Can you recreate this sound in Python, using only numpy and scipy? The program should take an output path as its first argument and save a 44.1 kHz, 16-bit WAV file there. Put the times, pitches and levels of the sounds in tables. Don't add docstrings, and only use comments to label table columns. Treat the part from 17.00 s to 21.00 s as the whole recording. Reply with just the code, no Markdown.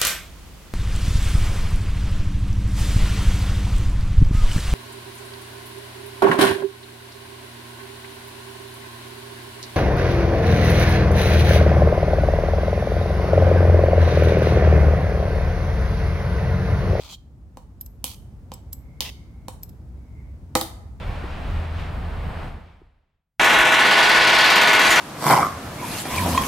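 import sys
import numpy as np
from scipy import signal
from scipy.fft import rfft, irfft
from scipy.io import wavfile

SR = 44100
rng = np.random.default_rng(int(sys.argv[2]) if len(sys.argv) > 2 else 0)


def int16_out(signal):
    q = np.round(np.clip(np.atleast_2d(signal).T, -1, 1) * 32767)
    wavfile.write(sys.argv[1], SR, q.astype(np.int16))


N = 176400
T = np.arange(N) / SR
RING_N = SR // 2
RING_T = T[:RING_N]
APART_HZ = 7700

# f/Hz, level/dB
RASP_SPECTRUM = [(200, -14), (800, -1), (1200, -3), (1700, -15), (2350, 0), (2650, -6), (3150, 4),
                 (3600, -1), (4100, 2), (5300, -7), (6200, -4), (8500, -17), (16000, -26)]
# f/Hz, level/dB
GRIT_SPECTRUM = [(500, -22.5), (3000, -12.5), (4800, -7), (6200, -6), (8200, -6), (10300, -8), (12800, -6),
                 (15500, -8)]


def undb(db):
    return 10 ** (np.asarray(db) / 20)


def unit(x):
    return x / np.sqrt(np.mean(x ** 2))


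def fade(t, t60):
    return np.exp(-np.log(1000) * t / t60)


def waver(t, per_s):
    return np.interp(t * per_s, np.arange(len(t)), rng.standard_normal(len(t)))


def by_freq(points, size):
    hz, value = np.array(points).T
    return np.interp(np.log(np.fft.rfftfreq(size, 1 / SR) + 1), np.log(hz), value)


def colour(x, points):
    return irfft(rfft(x) * undb(by_freq(points, x.shape[-1])), x.shape[-1])


def favour(table, focus_hz, db_per_octave):
    return [(hz, db - db_per_octave * abs(np.log2(hz / focus_hz)), *rest) for hz, db, *rest in table]


def stereo(mid, side, width):
    side = irfft(rfft(side) * width, len(side))
    return np.array([mid + side, mid - side])


def hiss(points, size, grains=1):
    mid, side = colour(rng.standard_normal((2, size)) * grains, points)
    width = np.minimum(np.sqrt(np.fft.rfftfreq(size, 1 / SR) / APART_HZ), 1)
    return unit(stereo(mid, side, width))


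def ring(modes, scatter=.004):
    out = 0
    for k, (hz, db, t60) in enumerate(modes):
        detune, apart = rng.standard_normal(2)
        shift = np.sign(apart) * min(hz / APART_HZ, .85) * np.array([[1], [-1]])
        phase = 2 * np.pi * hz * (1 + scatter * detune) * RING_T + shift
        out = out + (-1) ** k * undb(db) * fade(RING_T, t60) * np.sin(phase)
    return out


def blow(x, db, within_s=.008):
    return x * undb(db) * np.sqrt(within_s * SR / np.sum(x ** 2, axis=-1, keepdims=True))


def add(out, start, x, pan_db):
    i = max(int(start * SR), 0)
    out[:, i:i + x.shape[1]] += x[:, :N - i] * undb(np.array([[pan_db], [-pan_db]]) / 2)


def traffic(drone_hz=64.7, half_width_hz=6.1, drone_db=-47):
    # f/Hz, level/dB
    spectrum = [(18, -44.5), (38, -11), (56, 1), (95, -4), (160, -11.5), (250, -17), (400, -27.5),
                (900, -37), (1600, -46), (3200, -55), (5000, -55.5), (8000, -57.5), (16000, -62.5)]
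    # t/s, level/dB
    levels = [(0,-47.5), (1.4,-41), (4,-40.5)]
    # f/Hz, side/mid ratio
    width = [(40, 0.38), (140, 0.099), (600, 0.36), (2000, 1), (12000, 0.75)]
    mid, side = colour(rng.standard_normal((2, N)), spectrum)
    rumble = unit(stereo(mid, side, by_freq(width, N)))
    resonance = 1 / (1 + ((np.fft.rfftfreq(N, 1 / SR) - drone_hz) / half_width_hz) ** 2)
    drone = unit(irfft(rfft(rng.standard_normal(N)) * resonance, N))
    swell = undb(np.interp(T, *np.array(levels).T))
    return swell * rumble + undb(drone_db) * unit(swell) * drone


def far_hiss(flicker_db=4):
    # t/s, length/s, f/Hz, bandwidth/Hz, level/dB
    bands = [(1.6,1,2170,260,-66.5), (2.9,0.58,2150,303,-66.5)]
    out, bins = np.zeros((2, N)), np.fft.rfftfreq(N, 1 / SR)
    for start, length, hz, width_hz, db in bands:
        peak = (1 + (2 * (bins - hz) / width_hz) ** 2) ** -1.2
        band = unit(irfft(rfft(rng.standard_normal((2, N))) * peak, N))
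        swell = np.sin(np.pi * np.clip((T - start) / length, 0, 1))
        out += band * undb(db - flicker_db * waver(T, per_s=10)) * swell
    return out


def plaza(x, early_db=-3.5, late_db=-19, late_delay_s=0.021, late_build_s=0.036):
    # f/Hz, t60/s
    decays = [(150, 0.29), (800, 0.91), (3000, 0.57), (8000, 0.54), (16000, 0.35)]
    # f/Hz, side/mid ratio
    width = [(150, 0.34), (600, 0.52), (1500, 1), (8000, 1)]
    t = T[:SR]
    mid, side = rng.standard_normal((2, SR))
    noise = stereo(mid, side, by_freq(width, SR))
    early = noise * fade(t, t60=0.2) * np.minimum(t / 0.0014, 1)
    late = np.zeros((2, SR))
    for hz, t60 in decays:
        band = by_freq([(f, f == hz) for f, _ in decays], SR)
        late += irfft(rfft(noise) * band, SR) * fade(t, t60)
    late *= np.clip((t - late_delay_s) / late_build_s, 0, 1)
    response = (undb(early_db) * unit(early) + undb(late_db) * unit(late)) / np.sqrt(SR)
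    return signal.fftconvolve(x, response, axes=1)[:, :N]


def scrapes(grains_per_s=7000, grain_spread_db=3.3, judder_db=1.8, ring_swell_db=8):
    # t/s, length/s, level/dB, swell/dB, grit over rasp/dB, final ring over rasp/dB,
    # ease in and out/s, pitch ratio, rasp tilt/(dB per octave), pan/dB
    slides = [(0,0.14,-46,-3,-9.5,-14,0.0024,1.05,-1.5,1),
              (0.091,0.055,-44.5,-0.5,-17,1.5,0.0082,1.026,5.5,-1),
              (1.046,0.1,-40,-10,-3,-9.5,0.0036,1.05,2,-2), (2.009,0.091,-37.5,-2.5,-9,-15,0.0024,0.86,0,0)]
    # f/Hz, level/dB, t60/s
    plate_modes = [(3100,0,.028), (3920,-1,.028)]
    out, t = np.zeros((2, N)), RING_T
    for start, length, db, swell_db, grit_db, ring_db, ease_s, pitch, tilt_db, pan_db in slides:
        catches = rng.random(RING_N) < grains_per_s / SR
        grains = catches * undb(grain_spread_db * np.minimum(rng.exponential(size=RING_N), 4))
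        progress = np.minimum(t / length, 1)
        plate = ring([(hz * pitch, level, t60) for hz, level, t60 in plate_modes])
        kicks = grains * rng.standard_normal(RING_N)
        plate = unit(signal.fftconvolve(plate, kicks[None])[:, :RING_N])
        plate *= undb(ring_db + ring_swell_db * (progress - 1))
        force = undb(db + swell_db * progress + judder_db * waver(t, per_s=170))
        envelope = (1 - np.exp(-t / ease_s)) * np.exp(-np.maximum(t - length, 0) / ease_s)
        tilted = [(hz * pitch, level + tilt_db * np.log2(hz)) for hz, level in RASP_SPECTRUM]
        rasp = hiss(tilted, RING_N, grains)
        grit = undb(grit_db) * hiss(GRIT_SPECTRUM, RING_N, grains)
        add(out, start, force * envelope * (rasp + grit + plate), pan_db)
    return out


def pings(rise_s=0.00072, damp_db=4.5, damp_s=0.0022, graze_lead_s=.004, graze_db=-15):
    # t/s, low modes/dB, top modes/dB, tick/dB, favoured low mode/Hz, pan/dB
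    flicks = [(0.8106,-50,-28.5,-43,5230,-2), (.861,-54,-39.5,-47,7000,-2),
              (1.5375,-39,-40.5,-42,7650,-0.5), (1.7292,-38.5,-29,-37.5,7700,-1),
              (2.632,-44.5,-31.5,-41.5,5100,3), (2.6921,-58,-49,-51,5250,-2)]
    # f/Hz, level/dB, t60/s
    low_modes = [(4118, -9, .04), (5216, -3, .04), (7720, 0, .05), (9830, -7, .04)]
    # f/Hz, level/dB, t60/s
    top_modes = [(11900, -10, .016), (12290, 0, .028), (12400, -12, .05), (12620, -7, .016)]
    out = np.zeros((2, N))
    rise = 1 - np.exp(-RING_T / rise_s)
    damping = 1 + undb(damp_db) * np.exp(-RING_T / damp_s)
    for start, low_db, top_db, tick_db, focus_hz, pan_db in flicks:
        tick = hiss(GRIT_SPECTRUM, RING_N) + 0.081 * hiss(RASP_SPECTRUM, RING_N)
        tick *= fade(RING_T, t60=0.026)
        low = ring(favour(low_modes, focus_hz, db_per_octave=9.5)) * damping
        top = ring(top_modes) * damping
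        ping = blow(low, low_db) + blow(top, top_db) + blow(tick, tick_db)
        add(out, start, ping * rise, pan_db)
        add(out, start - graze_lead_s, blow(tick, tick_db + graze_db), pan_db)
    return out


def strikes(roughness=0.048, bite_s=.0004):
    # t/s, knock/dB, clack/dB, crack/dB, steel frequency that the point of
    # contact favours/Hz, how strongly/(dB per octave), favoured crack frequency/Hz, pan/dB
    contacts = [(0.5715,-39,-55,-52.5,4500,7,7450,-4), (1.042,-36,-32.5,-24.5,3050,22,8430,-3.5),
                (1.518,-36,-45,-51.5,3500,2,8000,-2.5), (2.006,-36,-23,-26,4700,8,15300,-1),
                (2.483,-32.5,-44.5,-38,4500,5.5,5960,-2.5), (3.5527,-19,-22,-20,4250,16,7580,-5),
                (3.572,-39,-38.5,-30,4800,10.5,12000,5), (3.6121,-43,-30,-25,3950,39.5,10000,3.5)]
    # f/Hz, level/dB, t60/s
    sole_modes = [(239, -1, 0.024), (504, -3, 0.022), (823, 8.5, 0.0067), (1070, 4.5, 0.0096),
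                  (1340, 2, 0.0015)]
    # f/Hz, level/dB, t60/s
    plate_modes = [(2250, -10, .008), (3080, 0, .011), (3720, -4, .011), (4450, -3, .008), (5100, -3, .007),
                   (6200, -1, .008), (7400, -6, .006)]
    out = np.zeros((2, N))
    bite = 1 - np.exp(-RING_T / bite_s)
    for start, knock_db, clack_db, crack_db, focus_hz, focus_db, crack_hz, pan_db in contacts:
        force = roughness * rng.standard_normal(RING_N) * fade(RING_T, t60=0.0026)
        force[0] += 1
        plate = ring(favour(plate_modes, focus_hz, focus_db))
        clack = signal.fftconvolve(plate, force[None])[:, :RING_N]
        grit = hiss(favour(GRIT_SPECTRUM, crack_hz, db_per_octave=7), RING_N)
        crack = grit * fade(RING_T, t60=0.005)
        add(out, start, blow(bite * clack, clack_db) + blow(bite * crack, crack_db), pan_db)
        add(out, start, blow(ring(sole_modes), knock_db), 0)
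    return out


def heel_claps(slap_db=-9.5):
    # t/s, level/dB
    claps = [(3.5540, -15.5), (3.614, -31.5)]
    # f/Hz, level/dB, t60/s
    heel_modes = [(155, -9, .09), (240, -9, .07), (332, -12, .18), (435, -14, .05), (505, -10, .08),
                  (600, -11, .07), (655, -10, .07), (822, -1, .045), (835, -21, .3), (1120, -5, .028),
                  (1300, -4, .022), (1650, -11, .03), (2050, -4, .022)]
    # f/Hz, level/dB
    leather = [(300, -8), (900, 9), (1300, -4), (1750, -5), (2100, -2), (2700, -6), (4000, -20.5),
               (16000, -36)]
    out = np.zeros((2, N))
    for start, db in claps:
        slap = hiss(leather, RING_N) * fade(RING_T, t60=0.027)
        add(out, start, blow(ring(heel_modes), db) + blow(slap, db + slap_db), 0)
    return out


def scene(ping_send_db=-10.5, scrape_send_db=-12.5):
    steps = strikes() + heel_claps()
    ringing, sliding = pings(), scrapes()
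    echo = plaza(steps + undb(ping_send_db) * ringing + undb(scrape_send_db) * sliding)
    return traffic() + far_hiss() + echo + sliding + ringing + steps


def record(dry, top_hz=16300):
    lowpass = signal.ellip(10, .2, 80, top_hz, fs=SR, output="sos")
    return signal.sosfilt(lowpass, np.tanh(dry))


dry = scene()
out = record(dry)
int16_out(out)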